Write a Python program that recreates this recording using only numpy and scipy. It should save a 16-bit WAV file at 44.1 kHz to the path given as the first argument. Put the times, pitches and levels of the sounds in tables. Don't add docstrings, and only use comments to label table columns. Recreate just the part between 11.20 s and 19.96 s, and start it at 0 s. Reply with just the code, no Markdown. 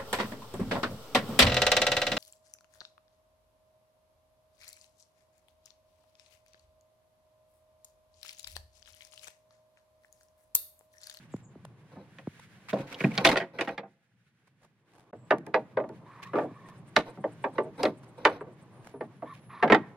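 import sys
import numpy as np
from scipy import signal
from scipy.fft import rfft, irfft, next_fast_len
from scipy.io import wavfile
from scipy.ndimage import uniform_filter1d, map_coordinates

SR = 44100
rng = np.random.default_rng(int(sys.argv[2]) if len(sys.argv) > 2 else 0)


def wav_out(sig):
    wavfile.write(sys.argv[1], SR, np.round(np.clip(np.atleast_2d(sig).T, -1, 1) * 32767).astype(np.int16))


N = 386316

# start_s, hum_db, air_db
HUM_AND_AIR = [(0, -54, -66), (2.55, -62.5, -66.5), (2.75, -74, -87.5), (3.58, -71.5, -77.5),
               (3.91, -65, -63), (3.93, -56.5, -63.5), (5.5, -54, -59), (8.76, -55.5, -60.5)]
# frequency_hz, density_db (per Hz)
HUM_COLOUR = [(25, -33), (60, -22.5), (90, -10), (115, 3.5), (175, 0.5), (230, -6.5), (330, -22.5),
              (600, -45.5), (12000, -75)]
# frequency_hz, density_db (per Hz)
AIR_COLOUR = [(150, -17.5), (300, 10), (700, 2), (1150, 1.5), (1500, -15), (2500, -39), (14000, -62)]
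# frequency_hz, density_db (per Hz)
RUSTLE_COLOUR = [(800, -21.5), (1500, 4), (2200, 0.5), (3500, -6), (5000, -11.5), (7000, -14),
                 (10500, -15.5), (14000, -28.5)]
# centre_s, half_length_s, level_db
MOVEMENTS = [(0, 0.28, -63), (1.35, 1.23, -64.5), (5.6, 2.1, -69), (8.7, 3.9, -74.5)]
LEAVES_DB = -77

# start_s, length_s, start_hz, end_hz, rasp_hz (random pitch spread), level_db
WHISTLES = [(0.114, 0.037, 8200, 6700, 520, -61.5), (0.225, 0.041, 7500, 6700, 420, -62.5),
            (3.951, 0.14, 7880, 7700, 259, -75.5), (7.5, 0.17, 10000, 8670, 150, -75),
            (7.712, .13, 10200, 9460, 151.4, -68.5), (7.91, 0.67, 10680, 10450, 90.6, -73)]
# centre_s, half_length_s, level_db
INSECT_SWELL = [(6.4, 1.85, -64.5)]
# frequency_hz, density_db (per Hz)
INSECT_COLOUR = [(5500, -19.5), (7000, 0), (8800, 15.5), (10300, -7.5), (11700, -6), (13000, -29)]
INSECT_GAP_S, INSECT_RASP_S = .109, .045

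# frequency_hz, density_db (per Hz)
YARD_COLOUR = [(80, -4), (200, -5), (1000, -5.5), (4000, -0.5), (12000, 5)]
# frequency_hz, t60_s
YARD_T60 = [(100, .6), (500, 1), (2000, 0.63), (5000, 0.26), (12000, 0.11)]
YARD_DB = -30

# start_s, level_db (before the gain and decay of the thump)
THUMPS = [(2.049, -18.5), (5.763, -48.5), (7.052, -22.5), (8.517, -24)]
# start_s, level_db, sweep_s
FLEXES = [(0.139, -26, 0.0034), (0.353, -41.5, 0.0059), (1.072, -25, 0.0025), (5.309, -38.5, 0.0053)]

# centre_s, half_length_s, level_db
BRUSHES = [(.165, .006, -54.5), (.453, .0045, -43.5), (1.197, 0.0081, -51), (3.28, 0.012, -66.5),
           (3.44, .04, -65.5), (3.78, 0.1, -64.5), (4.185, 0.0052, -48.5), (4.266, 0.0038, -44),
           (4.691, 0.0042, -48.5), (5.19, 0.086, -56.5), (5.494, .022, -56.5), (6.838, 0.015, -55),
           (7.674, .064, -56)]
# frequency_hz, density_db (per Hz)
BRUSH_COLOUR = [(200, 1), (700, 8.5), (2200, -3), (4000, -9), (7000, -12), (10000, -11), (15000, -31)]
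# start_s, length_s (before the release), level_db
SCRAPES = [(1.483, 0.0063, -42.5), (1.528, .08, -52), (1.668, 0.069, -49), (1.776, .073, -45),
           (1.85, .18, -53.5), (2.042, 0.0099, -21), (2.08, 0.025, -40), (2.165, 0.036, -51),
           (2.387, 0.047, -48.5), (2.47, 0.0097, -56), (5.02, 0.008, -47), (8.135, 0.012, -52.5)]
# frequency_hz, density_db (per Hz)
SCRAPE_COLOUR = [(400, -13), (1300, -1), (2300, 3), (3200, -3.5), (5500, -11.5), (8500, -16.5),
                 (15000, -27)]
# start_s, length_s (before the release), level_db
SLIDES = [(.71, 0.12, -57), (1.55, 0.46, -51), (1.98, 0.11, -39), (2.045, 0.089, -31.5), (2.33, 0.2, -49),
          (5.757, .012, -31), (5.85, 0.031, -46), (6.325, 0.068, -53), (6.575, 0.094, -38),
          (6.97, 0.19, -47)]
# frequency_hz, density_db (per Hz)
SLIDE_COLOUR = [(100, -12), (300, 4.5), (700, 5), (1300, -3), (2300, -8), (4000, -12.5), (7000, -19),
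                (15000, -31)]
PUSH_ATTACK_S, PUSH_RELEASE_S = 0.007, 0.022

# start_s, length_s (before the release), pitch_ratio, widening_ratio, level_db
RUBS = [(4.854, 0.2, 0.95, 2.8, -54), (5.023, 0.068, 1.03, 1.1, -49.5), (5.252, 0.27, 0.96, 1.35, -55.5),
        (8.05, 0.07, 0.96, 1.5, -47.5), (8.292, 0.14, .98, 2.6, -46.5), (8.579, 0.11, 0.91, 2.2, -55)]
# pitch_hz, width_hz, level_db
RUB_MODES = [(1111, 106, 5.5), (1859, 110, -5), (2380, 230, -10.5), (3760, 520, -18)]
# centre_s, half_length_s, pitch_hz, level_db
SQUEAKS = [(1.809, .007, 2301, -32), (1.846, .007, 2400, -27.5), (1.919, .009, 2274, -39.5),
           (8.546, 0.013, 1890, -18)]

# start_s, pitch_hz, peak_db
CRACKS = [(1.531, 3470, -37), (1.744, 3100, -30), (1.977, 3840, -15.5), (2.0726, 3488, -10),
          (2.1153, 4120, -25), (6.631, 4600, -23), (6.653, 3560, -25)]
# main_touch_s, chatter_s, level_db, hardness_hz, boom_db (table against the level)
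BLOWS = [(.76, 0.017, -53, 1140, 4.5), (.985, 0.0014, -54.5, 4130, -4), (1.529, 0.0023, -27, 770, -6),
         (1.557, 0.015, -39, 950, -4), (1.591, .008, -41.5, 900, 1.5), (1.805, 0.0014, -40.5, 3420, -1),
         (1.839, 0.0021, -30, 1820, 8.5), (1.977, 0.0082, -34, 4470, 2), (2.049, 0.0079, -22.5, 7200, -11),
         (2.063, .0052, -26, 1210, -15.5), (2.09, .0018, -33, 5860, -5), (2.115, 0.0014, -35.5, 5400, -8),
         (2.157, 0.0025, -30, 2500, -22), (2.169, 0.0096, -32, 5144, -15), (2.201, 0.015, -36, 2870, -12),
         (2.387, 0.0082, -35.5, 2860, -13.5), (2.409, 0.0046, -35.5, 5350, -12.5),
         (2.474, 0.0091, -38, 2700, -6), (2.491, 0.0021, -40.5, 2405, -10), (2.578, 0.0078, -41, 3220, -8),
         (2.63, 0.017, -48.5, 1102, -7.5), (3.93, 0.0017, -45.5, 894, -10), (4.107, 0.0032, -22, 2020, -16),
         (4.119, 0.003, -26, 1515, -14.5), (4.267, 0.0078, -45.5, 1100, -4),
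         (4.342, 0.0055, -22.5, 1850, -24), (4.571, 0.0021, -25, 1012, -21.5),
         (4.6, 0.0032, -33, 894, -16.5), (4.639, .003, -39.5, 833, -10), (4.692, .006, -45, 703, -8.5),
         (5.133, 0.022, -30, 1100, -13), (5.155, 0.026, -27, 1200, -15), (5.185, 0.02, -31.5, 1400, -14.5),
         (5.225, 0.019, -35, 550, -15), (5.764, 0.0013, -23, 4990, -14.5), (5.973, 0.0078, -48, 890, 1.5),
         (6.04, 0.0031, -28, 850, -18.5), (6.24, 0.0064, -29, 1496, -16.5),
         (6.382, 0.0034, -25.5, 1410, -17), (6.439, 0.029, -45.5, 600, -8), (6.632, 0.006, -25.5, 792, -17),
         (6.632, 0.0012, -40.5, 9000, -18), (6.652, 0.0083, -27, 1406, -15),
         (7.051, 0.0015, -19.5, 3200, -23.5), (7.208, 0.0026, -39, 1100, -22.5),
         (7.267, 0.0069, -49, 696, -8), (7.739, 0.013, -45, 703, -4), (7.808, 0.0028, -35, 1090, -16),
         (8.022, 0.007, -37.5, 848, -13), (8.426, 0.0082, -21, 1883, -11.5),
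         (8.452, 0.0057, -28.5, 900, -20), (8.477, .004, -38.5, 2600, -9), (8.499, 0.01, -22.5, 1960, -5.5),
         (8.521, 0.0053, -16.5, 2400, -8.5), (8.545, 0.0062, -26, 2940, -19)]
BLOW_EDGES_HZ = [90, 300, 1000, 2600, 5500, 15000]
REGISTER_DB = [0, 0, 2, 0.5, 0.37]
CONTACT_ROLLOFF = 3.296
GRAZE_S = .006
RATTLES_PER_S, RATTLE_DB, RATTLE_S = 140, -10.5, 0.017
# frequency_hz, density_db (per Hz)
WOOD_COLOUR = [(70, -39), (130, -11.5), (300, 1), (650, 2), (1300, -4), (2000, -1.5), (3400, -9.5),
               (5000, -17.5), (7000, -27), (10000, -31), (15000, -53)]
# frequency_hz, t60_s
WOOD_T60 = [(100, .7), (300, .085), (700, 0.12), (1500, 0.061), (3500, 0.056), (9000, .06)]
# pitch_hz, level_db (relative), t60_s
STACK_MODES = [(135, -3, 0.18), (200, 5, .15), (300, 0, 0.16), (333, -.5, 0.082), (372, 3, .097),
               (475, 2.5, 0.12), (542, 0, .15), (666, 3.5, .11), (781.4, 4, 0.064), (1400, -7, 0.055),
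               (1906, -1.5, .06), (2579, -1, 0.047)]
# pitch_hz, level_db (relative), t60_s
BOARD_MODES = [(229.2, -2.5, 0.19), (314.3, 0, 0.15), (419, 6, .1), (462.5, -1, 0.18), (528.7, 0, .078),
               (629, 6, 0.12), (717, -1, .1), (778, -4, 0.14), (878, 2.5, 0.1), (1167.4, 2.5, 0.11),
               (1294, -7.5, .07), (1498, -2, 0.076), (1787, 0.5, 0.07), (1902, -0.5, .06),
               (2480, -6.5, .07), (3470, -3.5, .05)]
STACK_UNTIL_S = 3
STACK_DB, BOARD_DB, DIRECT_DB = 1.5, -2.5, -5

# frequency_hz, side_share (of power, limited to 0..1)
SPREAD = [(100, 0.054), (300, 0), (600, 0.04), (1000, 0.07), (2000, 0.38), (4000, 0.41), (12000, 1.32)]
# frequency_hz, left_minus_right_db
BALANCE_DB = [(100, 0.1), (1000, -.5), (2000, -4), (4000, 0.5), (8000, 2), (14000, 3)]
LEFT_LAG_S, CUTOFF_HZ = .00002, 15800
# start_s, end_s
SILENCE_S = (3.911, 3.928)


def from_db(db):
    return 10 ** (np.asarray(db) / 20)


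def rms_one(x):
    return x / np.sqrt(np.mean(x ** 2) + 1e-20)


def in_time(rows):
    s, *columns = np.transpose(rows)
    return [np.interp(np.arange(N) / SR, s, column) for column in columns]


def at_hz(points, hz):
    f, value = np.transpose(points)
    return np.interp(np.log(np.maximum(hz, 1)), np.log(f), value)


def add(out, s, sound):
    i = max(round(s * SR), 0)
    out[..., i:i + sound.shape[-1]] += sound[..., :max(N - i, 0)]


def drift(rate, size=N):
    knots = np.arange(size) / SR * rate
    return np.interp(knots, np.arange(9000), rng.standard_normal(9000))


def noise(spectrum, size=N):
    fast = next_fast_len(size)
    hz = np.fft.rfftfreq(fast, 1 / SR)
    mid, side = rfft(rng.standard_normal((2, fast)))
    apart = np.clip(at_hz(SPREAD, hz), 0, 1)
    both = np.sqrt(1 - apart) * mid + np.sqrt(apart) * side * [[1], [-1]]
    coloured = both * from_db(at_hz(spectrum, hz))
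    return rms_one(irfft(coloured, fast)[:, :size])


def dying_noise(spectrum, t60s, size, rise_cycles):
    t, hz = np.arange(size) / SR, np.fft.rfftfreq(size, 1 / SR)
    source, out = rfft(noise(spectrum, size=size)), 0
    centres = np.geomspace(110, 14080, 8)
    for centre, share in zip(centres, np.eye(len(centres))):
        band = irfft(source * at_hz(np.c_[centres, share], hz), size)
        rise = 1 - np.exp(-t * centre / rise_cycles)
        out = out + band * rise * from_db(-60 * t / at_hz(t60s, centre))
    return rms_one(out)


def swells(rows):
    level = np.zeros(N)
    for s, half_s, db in rows:
        away = np.clip((np.arange(N) / SR - s) / half_s, -1, 1)
        level += from_db(db) * (1 + np.cos(np.pi * away)) / 2
    return level


def push(length, db):
    t = np.arange(SR) / SR
    attack = 1 - np.exp(-t / PUSH_ATTACK_S)
    release = np.exp(-np.maximum(t - length, 0) / PUSH_RELEASE_S)
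    return from_db(db) * attack * release


def pushes(rows):
    level = np.zeros(N)
    for s, length, db in rows:
        add(level, s, push(length, db))
    return level


def resonate(x, hz, width_hz):
    r = np.exp(-np.pi * width_hz / SR)
    section = [1 - r, 0, r - 1, 1, -2 * r * np.cos(2 * np.pi * hz / SR), r * r]
    return rms_one(signal.sosfilt([section, section], x))


def no_bass(x, lowest_hz):
    return signal.sosfilt(signal.butter(4, lowest_hz, "high", fs=SR, output="sos"), x)


def yard(x, echo_db):
    echo = dying_noise(YARD_COLOUR, YARD_T60, size=32768, rise_cycles=5.4)
    echo = echo / np.sqrt(np.sum(echo ** 2) / 2)
    echo = np.pad(echo, ((0, 0), (round(.018 * SR), 0)))
    return from_db(echo_db) * signal.fftconvolve(x, echo, axes=1)[:, :N]


def surroundings():
    waver_db, gust_db, flicker_db = 1.8 * drift(14), 2 * drift(18), 2.8 * drift(25)
    hum_db, air_db = in_time(HUM_AND_AIR)
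    hum = from_db(hum_db + waver_db) * noise(HUM_COLOUR)
    air = from_db(air_db + gust_db) * noise(AIR_COLOUR)
    rustle_level = from_db(LEAVES_DB) + swells(MOVEMENTS)
    rustle = rustle_level * from_db(flicker_db) * noise(RUSTLE_COLOUR)
    return hum + air + rustle


def birds(waver_hz, echo_db):
    out, waver, flutter = np.zeros(N), waver_hz * drift(45), from_db(3.6 * drift(90))
    for s, length, start_hz, end_hz, rasp_hz, db in WHISTLES:
        size = int(length * SR)
        glide = np.linspace(start_hz, end_hz, size)
        hz = glide + waver[int(s * SR):][:size] + rasp_hz * drift(900, size=size)
        tone = np.sin(2 * np.pi * np.cumsum(hz) / SR)
        add(out, s, from_db(db) * np.hanning(size) ** .5 * tone)
    song = (out * flutter)[None]
    return song + yard(song, echo_db)


def insect(gap_s, rasp_s):
    gate = np.zeros(N)
    for k, (late, db) in enumerate(rng.standard_normal((100, 2))):
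        rasp = from_db(2.5 * db) * np.hanning(int(rasp_s * SR))
        add(gate, gap_s * (k + .08 * late), rasp)
    return swells(INSECT_SWELL) * gate * noise(INSECT_COLOUR)


def thumps(thump_hz, decay_s):
    out, t = np.zeros(N), np.arange(SR // 5) / SR
    for s, db in THUMPS:
        add(out, s, from_db(db + 7.0) * np.sin(2 * np.pi * thump_hz * t) * np.exp(-t / decay_s))
    return out


def flexes(top_hz, swell):
    out, t = np.zeros(N), np.arange(SR // 12) / SR
    for s, db, sweep_s in FLEXES:
        age = t / sweep_s
        cycles = top_hz * sweep_s * age / (1 + age)
        shape = (0.071 + (age / swell) ** 2) * np.exp(1 - (age / swell) ** 2)
        add(out, s, from_db(db) * shape * np.sin(2 * np.pi * (cycles + 60 * t)))
    return out


def brushes(grain_db):
    return swells(BRUSHES) * from_db(grain_db * drift(400)) * noise(BRUSH_COLOUR)


def scrapes(grain_db, uneven_db):
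    grit_db = grain_db * drift(800) + uneven_db * drift(70)
    return pushes(SCRAPES) * from_db(grit_db) * noise(SCRAPE_COLOUR)


def slides(catches_per_s, grain_db, smooth_share, uneven_db):
    sizes = from_db(grain_db * np.minimum(rng.exponential(1, N), 4)) * rng.choice([-1, 1], N)
    catches = rms_one(sizes * (rng.random(N) < catches_per_s / SR))
    friction = catches + smooth_share * rng.standard_normal(N)
    slide_t60 = [(200, 0.081), (1500, 0.025), (8000, 0.0035)]  # frequency_hz, t60_s
    body = dying_noise(SLIDE_COLOUR, slide_t60, size=8192, rise_cycles=0.91)
    body = body / np.sqrt(np.sum(body ** 2) / 2)
    speed = pushes(SLIDES) * from_db(uneven_db * drift(70))
    return signal.fftconvolve((friction * speed)[None], body, axes=1)[:, :N]


def rubs(rise_share, rise_s, waver_share, broken_db):
    out, t = np.zeros(N), np.arange(SR) / SR
    for s, length, pitch, blur, db in RUBS:
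        song = 0
        for hz, width_hz, mode_db in RUB_MODES:
            speed = pitch * (1 - rise_share * np.exp(-t / rise_s) + waver_share * drift(45, size=SR))
            steady = resonate(rng.standard_normal(SR), hz, blur * width_hz)
            tone = map_coordinates(steady, [np.cumsum(speed)], order=1, mode="wrap")
            song = song + tone * from_db(mode_db + broken_db * drift(110, size=SR))
        add(out, s, rms_one(song) * push(length, db))
    return out


def squeaks(width_share):
    out = np.zeros(N)
    for s, half_s, hz, db in SQUEAKS:
        size = int(2 * half_s * SR)
        tone = resonate(rng.standard_normal(size), hz, width_share * hz)
        add(out, s - half_s, from_db(db) * np.hanning(size) * tone)
    return out


def cracks(decay_s, width_share):
    out, t = np.zeros(N), np.arange(SR // 30) / SR
    for s, hz, db in CRACKS:
        burst = rng.standard_normal(len(t)) * np.exp(-t / decay_s)
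        snap = resonate(burst, hz, width_share * hz)
        add(out, s, from_db(db) * snap / abs(snap).max())
    return out


def contact(chatter_s, touches_per_s, touch_size, graze_size, size=4096):
    main = round(GRAZE_S * SR)
    t = (np.arange(size) - main) / SR
    graze = graze_size * (1 + t / GRAZE_S) ** 2
    closing = touch_size * np.exp(-abs(t) / max(chatter_s, 1e-4))
    pressure = np.where(t < 0, graze, closing)
    force = (rng.random(size) < touches_per_s / SR) * rng.standard_normal(size) * pressure
    bounces = (t > 0) * (rng.random(size) < RATTLES_PER_S / SR) * rng.choice([-1, 1], size)
    force = force + bounces * from_db(RATTLE_DB) * np.exp(-abs(t) / RATTLE_S)
    force[main] = 1
    return force


def wood_ring(modes, modes_db, size, grip_share, scatter_db, ear_rad, travel):
    t = np.arange(size) / SR
    hz, db, t60 = np.transpose(modes)[:, :, None]
    hz = hz * (1 + grip_share * rng.standard_normal(hz.shape))
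    signs = rng.choice([-1, 1], hz.shape)
    strength = from_db(db + scatter_db * rng.standard_normal(hz.shape)) * signs
    age = np.maximum(t - travel / np.sqrt(hz), 0)
    rings = strength * from_db(-60 * age / t60) * np.sin(2 * np.pi * hz * age)
    ears = 1 + ear_rad * np.sqrt(hz / 1000).T * rng.standard_normal(len(hz)) * [[1], [-1]]
    f = np.fft.rfftfreq(size, 1 / SR)
    delay = np.exp(-4j * np.pi * travel * np.sqrt(f))
    first = irfft(from_db(at_hz(WOOD_COLOUR, f)) * f / (f + 1200) * delay, size)
    crowd = dying_noise(WOOD_COLOUR, WOOD_T60, size=size, rise_cycles=2.0)
    return from_db(DIRECT_DB) * rms_one(first) + from_db(modes_db) * rms_one(ears @ rings) + crowd


def registers(db, hardness_hz, boom_db):
    edges = np.array(BLOW_EDGES_HZ)
    loss_db = 10 * CONTACT_ROLLOFF * np.log10(1 + edges[1:] * edges[:-1] / hardness_hz ** 2)
    levels_db = db + np.array(REGISTER_DB) - (loss_db - loss_db[1])
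    levels_db[0] = db + REGISTER_DB[0] + boom_db
    return levels_db


def voiced(sound, levels_db):
    size, attack = sound.shape[-1], round(.036 * SR)
    hz, edges = abs(np.fft.fftfreq(size, 1 / SR)), np.array(BLOW_EDGES_HZ)
    centres = np.sqrt(edges[1:] * edges[:-1])
    fade = np.minimum(1, np.linspace(6, 0, attack))
    for _ in range(2):
        power = abs(np.fft.fft(sound.mean(0)[:attack] * fade, size)) ** 2 / (size * attack)
        bands = [power[(hz >= lo) & (hz < hi)].sum() for lo, hi in zip(edges, edges[1:])]
        now_db = 10 * np.log10(np.array(bands) + 1e-20)
        gain = from_db(at_hz(np.c_[centres, levels_db - now_db], hz))
        causal = np.exp(np.conj(signal.hilbert(np.log(gain))))
        sound = np.fft.ifft(np.fft.fft(sound) * causal).real
    return sound


def knocks(lowest_hz, size=16384):
    out = np.zeros((2, N))
    for s, chatter_s, db, hardness_hz, boom_db in BLOWS:
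        modes, modes_db = (STACK_MODES, STACK_DB) if s < STACK_UNTIL_S else (BOARD_MODES, BOARD_DB)
        force = contact(chatter_s, touches_per_s=1300, touch_size=.62, graze_size=.25)
        ring = wood_ring(modes, modes_db, size=size, grip_share=.008, scatter_db=1.86,
                         ear_rad=0.1, travel=.07)
        sound = signal.fftconvolve(ring, force[None], axes=1)[:, :size]
        add(out, s - GRAZE_S, voiced(sound, registers(db, hardness_hz, boom_db)))
    return no_bass(out, lowest_hz)


def scene():
    background = surroundings() + birds(waver_hz=100, echo_db=-3) + insect(INSECT_GAP_S, INSECT_RASP_S)
    sub_thumps = thumps(thump_hz=45, decay_s=0.0011)
    low = sub_thumps + no_bass(flexes(top_hz=1645, swell=2.24), lowest_hz=90.5)
    friction = brushes(grain_db=5.5) + scrapes(grain_db=3.5, uneven_db=5.0)
    friction = friction + slides(catches_per_s=2200, grain_db=2.5, smooth_share=0.68, uneven_db=3.0)
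    singing = rubs(rise_share=.13, rise_s=.018, waver_share=0.032, broken_db=3) + squeaks(width_share=0.1)
    wood = knocks(lowest_hz=104) + cracks(decay_s=0.0047, width_share=0.38) + friction + singing
    return background + low + wood + yard(wood, YARD_DB)


def dropout(x):
    t = np.arange(N) / SR
    sounding = 1.0 * ((t < SILENCE_S[0]) | (t > SILENCE_S[1]))
    return x * uniform_filter1d(sounding, size=64)


def record(dry):
    size = next_fast_len(N + SR // 10)
    hz = np.fft.rfftfreq(size, 1 / SR)
    left = from_db(at_hz(BALANCE_DB, hz) / 2) * np.exp(-1j * np.pi * hz * LEFT_LAG_S)
    heard = irfft(rfft(dropout(dry), size) * np.array([left, 1 / left]), size)[:, :N]
    rounded = heard / (1 + (heard / .68) ** 6) ** (1 / 6)
    return signal.sosfilt(signal.ellip(10, .1, 80, CUTOFF_HZ, fs=SR, output="sos"), rounded)


dry = scene()
out = record(dry)
wav_out(out)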